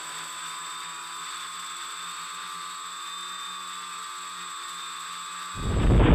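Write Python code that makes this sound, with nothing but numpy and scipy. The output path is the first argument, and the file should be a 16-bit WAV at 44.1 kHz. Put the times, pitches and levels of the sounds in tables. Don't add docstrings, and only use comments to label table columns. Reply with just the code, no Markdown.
import sys
import numpy as np
from scipy import signal
from scipy.fft import rfft, irfft
from scipy.io import wavfile
from scipy.ndimage import uniform_filter1d, map_coordinates

SR = 44100
rng = np.random.default_rng(int(sys.argv[2]) if len(sys.argv) > 2 else 0)


def level_to_linear(level):
    exponent = np.asarray(level, float) / 20
    return 10 ** exponent


def generate_wav(signal):
    frames = np.transpose(np.atleast_2d(signal))
    scaled = np.clip(frames, -1, 1) * 32767
    pcm = np.round(scaled).astype(np.int16)
    wavfile.write(sys.argv[1], SR, pcm)


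N = 271079
TIME = np.arange(N) / SR


def rms_one(x):
    return x / np.sqrt(np.mean(x ** 2) + 1e-20)


def in_time(rows):
    seconds, *columns = np.transpose(rows)
    return [np.interp(TIME, seconds, column) for column in columns]


def drift(rate):
    points = rng.standard_normal(4000)
    return map_coordinates(points, [5 + TIME * 2 * rate], order=2)


def coloured(points):
    hz, db = np.transpose(points)
    bins = np.arange(N // 2 + 1) * SR / N + 1
    gain = level_to_linear(np.interp(np.log(bins), np.log(hz), db))
    return rms_one(irfft(rfft(rng.standard_normal(N)) * gain, N))


def split_band(x, kind, hz, order=2):
    return signal.sosfilt(signal.butter(order, hz, kind, fs=SR, output="sos"), x)


def shaft_speeds():
    # (time [s], shaft speed [rev/s])
    near_speed = [(0, 80.8), (.35, 81.8), (.55, 86.2), (.72, 85.4), (.97, 88.2), (1.28, 83.2), (1.9, 83.3),
                  (2.3, 90.1), (2.65, 90), (2.96, 87.8), (3.17, 89.9), (3.42, 88.5), (3.87, 91.7),
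                  (4.2, 89.5), (4.85, 86.6), (5.22, 90.1), (5.55, 89.7), (6.15, 87.7)]
    # (time [s], shaft speed [rev/s])
    slow_speed = [(0, 76.6), (.3, 78), (.78, 78.3), (.98, 75.5), (1.4, 81.2), (1.7, 82.2), (2, 81.7),
                  (2.2, 80.5), (2.5, 81.1), (2.7, 80.1), (3.13, 85.6), (3.5, 85.6), (3.72, 83.1), (4, 81.3),
                  (4.85, 83.2), (5.3, 82.3), (5.52, 81.3), (6.15, 82.1)]
    # (time [s], shaft speed [rev/s])
    far_speed = [(0, 82.2), (.22, 83.5), (.68, 81.1), (1.3, 85.9), (1.5, 85.5), (1.83, 86.9), (2.17, 84.4),
                 (2.8, 86.5), (3.15, 89.6), (3.45, 90.7), (3.7, 90.4), (3.87, 89), (4.1, 90.1), (4.5, 88.6),
                 (4.83, 86.8), (5.2, 87.3), (5.5, 89.8), (6.15, 87.7)]
    return [in_time(rows)[0] for rows in (near_speed, slow_speed, far_speed)]


def turns(rev_per_s, unsteady):
    speed = uniform_filter1d(rev_per_s, size=4000) * (1 + unsteady * drift(25))
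    return 2 * np.pi * np.cumsum(speed) / SR


def strong_tones(angles, speeds, flutter_db, swell_db):
    whine_tones = [(0, 10), (0, 11), (0, 13), (0, 14), (0, 15), (1, 13), (1, 13), (0, 42), (1, 42), (2, 42)]
    # (centre [Hz], width [Hz], level on top [dB])
    arm_peaks = [(904, 96, -58.5), (928, 140, -57.5), (1221, 163, -39), (1236, 136, -44.5),
                 (1265, 81, -43.5), (1005, 99, -47), (1103, 77, -46.5), (3564, 426, -47),
                 (3605, 218, -40.5), (3590, 210, -52)]
    out = np.zeros(N)
    for (rotor, multiple), (hz, width, db) in zip(whine_tones, arm_peaks):
        off_centre = (multiple * speeds[rotor] - hz) / (width / 2)
        tuned = 1 / (1 + off_centre ** 2)
        level = level_to_linear(db + flutter_db * drift(10) + swell_db * drift(2.51))
        out += level * tuned * np.sin(multiple * angles[rotor] + np.pi / 2 * multiple ** 2)
    return np.sqrt(2) * out


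def rotor_tones(angles, flutter_db):
    # (multiple [per turn], near [dB], slow [dB], far [dB])
    shaft_tones = [(1, -84.5, -83.5, -91), (2, -78.5, -77, -64.5), (3, -102, -96, -86), (4, -80, -97, -74),
                   (5, -74, -79, -73.5), (6, -77.5, -104, -104), (7, -76.5, -115, -104),
                   (9, -77, -87, -100), (10, -86, -91, -79), (11, -90, -110, -100), (12, -104, -86, -89),
                   (13, -99, -99, -101), (14, -99, -62, -69.5), (15, -99, -66.5, -61.5),
                   (16, -63.5, -74, -97), (17, -62.5, -85, -102), (18, -63.5, -76, -68),
                   (19, -74, -64, -66), (21, -66, -108, -60.5), (27, -81, -93, -83), (28, -64, -100, -74),
                   (56, -73, -72.5, -83)]
    flutters = [level_to_linear(flutter_db * drift(7)) for _ in range(9)]
    out = np.zeros(N)
    for i, (multiple, *levels_db) in enumerate(shaft_tones):
        for k, (angle, db) in enumerate(zip(angles, levels_db)):
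            tone = np.sin(round(multiple) * angle + i * i + k)
            out += np.sqrt(2) * level_to_linear(db) * flutters[(i + 3 * k) % 9] * tone
    return out


def rear_rotor(flutter_db):
    # (time [s], shaft speed [rev/s])
    rear_speed = [(0, 81), (.3, 82.5), (.7, 86), (1.1, 86.5), (1.4, 84.6), (1.7, 86.9), (2.1, 87.5),
                  (2.5, 90.4), (3, 87), (3.5, 91.2), (3.9, 89), (4.15, 89.3), (4.5, 87), (5.1, 87),
                  (5.4, 89), (6.15, 88)]
    rear_levels = [-67.5, -72.5, -65, -73.5]
    angle = turns(in_time(rear_speed)[0], unsteady=0.001)
    tones = [level_to_linear(db + flutter_db * drift(5)) * np.sin(multiple * angle)
             for multiple, db in enumerate(rear_levels, start=2)]
    return np.sqrt(2) * sum(tones)


def tooth_tones(angle, rev_per_s, upper_db, lower_db):
    # centre [rev/s], width [rev/s]
    lock_speed = (80.45, .62)
    locked = np.exp(-((rev_per_s - lock_speed[0]) / lock_speed[1]) ** 4)
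    return locked * (level_to_linear(upper_db) * np.sin(55 * angle) + level_to_linear(lower_db) * np.sin(53 * angle))


def whistles(angles, effort_db, flutter_db):
    # (start pitch [Hz], sag [Hz/s])
    switching_tones = [
        (8049, 3.4),
        (7706.5, 2.4),
        (7688, 2.5),
    ]
    # (time [s], spacing [Hz])
    pair_spacing = [(0, 11), (.6, 4), (1.35, 2.8), (1.5, .9), (3.5, .8), (3.65, 4), (4.5, 4), (5.1, 6.5),
                    (6.15, 7.5)]
    # (whistle [index], rotor [index], multiple [per turn], level [dB])
    mixing_tones = [(3, 0, 42, -63), (0, 2, 42, -69), (2, 2, 14, -70), (2, 2, 2, -85), (2, 2, -1, -74),
                    (3, 2, -2, -76), (1, 2, 1, -78), (3, 1, -2, -80), (0, 2, 1, -68), (3, 2, 2, -78),
                    (3, 2, 3, -74), (3, 2, 4, -75), (0, 2, -1, -79)]
    levels_db = -47, -54.5, -51.5, -53
    effort_share = 0.95
    pair_silent_s, pair_pull = 2.5, 0.85

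    high, pair, low = [2 * np.pi * np.cumsum(hz - sag * TIME + 0.5 * drift(4)) / SR
                       for hz, sag in switching_tones]
    apart = np.pi * np.cumsum(in_time(pair_spacing)[0]) / SR
    apart += np.pi / 2 - apart[int(pair_silent_s * SR)]
    apart -= pair_pull * np.sin(2 * apart) / 2
    phases = high, pair + apart, pair - apart, low
    out = np.zeros(N)
    for db, phase in zip(levels_db, phases):
        out += level_to_linear(db + effort_share * effort_db + flutter_db * drift(3.6)) * np.sin(phase)
    out += level_to_linear(-57.5 + 1.5 * drift(1.5)) * np.sin(phases[1] - 42 * angles[1])
    for controller, rotor, multiple, db in mixing_tones:
        mixed = phases[round(controller)] - round(multiple) * angles[round(rotor)]
        out += level_to_linear(db + drift(1.3)) * np.sin(mixed)
    return np.sqrt(2) * out


def climb_effort():
    # (time [s], level [dB])
    climb_levels = [(0.0, -42.5), (0.32, -43), (0.77, -43.5), (0.99, -46), (1.3, -43), (2.68, -45.5),
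                    (3.06, -46), (4.26, -45.5), (4.72, -44.5), (5.5, -45.5)]
    return in_time(climb_levels)[0]


def rattle(angles, spread_db, decay_s):
    ticks = np.zeros(N)
    for angle in angles:
        passes = np.flatnonzero(np.diff(np.floor(angle / np.pi)))
        blade_db = np.where(np.arange(len(passes)) % 2, -5.0, 0.0)
        chance = np.minimum(rng.exponential(1, 2000)[:len(passes)], 2.1)
        ticks[passes] += level_to_linear(blade_db + spread_db * chance)
    r = np.exp(-1 / (decay_s * SR))
    return rms_one(signal.lfilter([1], [1, -2 * r, r * r], ticks * level_to_linear(1.2 * drift(5))))


def air(angles, level_db, tick_share, patchy_db, split_hz):
    # (frequency [Hz], level [dB per Hz])
    air_colour = [(30, -35), (100, -23), (300, -19), (650, -24), (950, -5.5), (1300, 3.5), (1600, 3),
                  (2900, -5.5), (5000, -10), (7000, -17), (11000, -20), (15500, -20.5)]
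    chop = 1 - tick_share + tick_share * rattle(angles, spread_db=5.2, decay_s=0.0011)
    low = split_band(coloured(air_colour), "low", split_hz)
    high = split_band(coloured(air_colour), "high", split_hz)
    hiss = high * rms_one(chop * level_to_linear(patchy_db * drift(30)))
    return level_to_linear(level_db) * (low * level_to_linear(1.4 * drift(12)) + hiss)


def frame(x):
    # (centre [Hz], width [Hz], lift over the plain response [dB])
    frame_peaks = [(1164, 333, 5.5), (1790, 18, -23.5), (2050, 340, -0.5), (2685, 600, 4), (2880, 37, -27),
                   (3620, 204, 14.5), (3800, 180, 2), (4220, 160, -7), (4720, 360, 9), (4940, 110, -6.5),
                   (7880, 1020, 10), (9750, 900, -0.5), (10300, 620, 6.5), (12600, 900, 2)]
    for hz, width, lift_db in frame_peaks:
        turn_cos, g = -2 * np.cos(2 * np.pi * hz / SR), np.sqrt(level_to_linear(lift_db))
        a = np.tan(np.pi * width / SR) * g ** 0.5
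        x = signal.lfilter([1 + a * g, turn_cos, 1 - a * g], [1 + a / g, turn_cos, 1 - a / g], x)
    return x


def downwash():
    aloft_db, ground_db, fade_s = -66.5, -51.5, 0.71
    level_db = aloft_db + (ground_db - aloft_db) * np.exp(-TIME / fade_s)
    rumble = coloured([(30, -3), (150, -5.5), (330, 5.5), (520, 7.5), (800, 9), (1500, -15.5)])
    return level_to_linear(level_db + 1.3 * drift(8)) * rumble


def wind(droop_hz, top_hz, full_db):
    # (time [s], level [dB])
    wind_levels = [(5.53, -49), (5.68, -32), (5.85, -26.5), (5.875, -29.5), (5.98, -30.5), (5.99, -27),
                   (6.02, -26.5), (6.147, -27)]
    # (frequency [Hz], level [dB per Hz])
    gust_colour = [(20, -26), (35, -6), (48, 2), (110, -3), (170, -8), (300, -24), (1000, -60)]
    flap_db, = in_time(wind_levels)
    drive_db = 6.5 - 0.082 * (flap_db + 40)
    fine_db = -38 + (flap_db + 30)
    flap = coloured([(100, -29), (220, 3.5), (480, -2.0), (800, -30.0), (1500, -35)])
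    fine = coloured([(300, -40), (900, 8.0), (2000, -4.5), (3500, -11.5), (5000, 2.5)])
    gust = level_to_linear(drive_db + 4.7 * drift(15)) * coloured(gust_colour)
    gust += level_to_linear(flap_db + 25.0 + 4.4 * drift(30)) * flap
    gust += level_to_linear(fine_db + 33.0 + 2.9 * drift(70)) * fine
    limited = gust / (1 + np.abs(gust) ** 8) ** (1 / 8)
    limited = split_band(limited, "high", droop_hz, order=1)
    limited = signal.sosfilt(signal.cheby2(10, 50, top_hz, fs=SR, output="sos"), limited)
    return level_to_linear(full_db) * limited


def scene():
    speeds = shaft_speeds()
    angles = [turns(speed, unsteady=0.00073) for speed in speeds]
    air_db = climb_effort()
    through_frame = rotor_tones(angles, flutter_db=4.0)
    through_frame += air(angles, air_db, tick_share=0.85, patchy_db=1.3, split_hz=5400)
    drone = frame(through_frame)
    drone += strong_tones(angles, speeds, flutter_db=0.8, swell_db=0.7)
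    drone += whistles(angles, air_db - air_db.mean(), flutter_db=0.54)
    drone += tooth_tones(angles[1], speeds[1], upper_db=-55.5, lower_db=-53)
    drone += rear_rotor(flutter_db=1.5)
    drone += downwash()
    round_at = 0.054
    drone = round_at * np.tanh(drone / round_at)
    fade_start_s, fade_end_s = 5.535, 6.3
    fade = np.clip((TIME - fade_start_s) / (fade_end_s - fade_start_s), 0, 1)
    mix = (1 - fade) * drone + fade * wind(droop_hz=4, top_hz=4200, full_db=-10.3)
    return mix[None]


def band_limit(x):
    return signal.sosfilt(signal.butter(12, 15480, fs=SR, output="sos"), x)


def record(dry):
    cut = signal.sosfilt(signal.ellip(12, 0.3, 60, 15260, fs=SR, output="sos"), dry)
    return band_limit(cut)


dry = scene()
out = record(dry)
generate_wav(out)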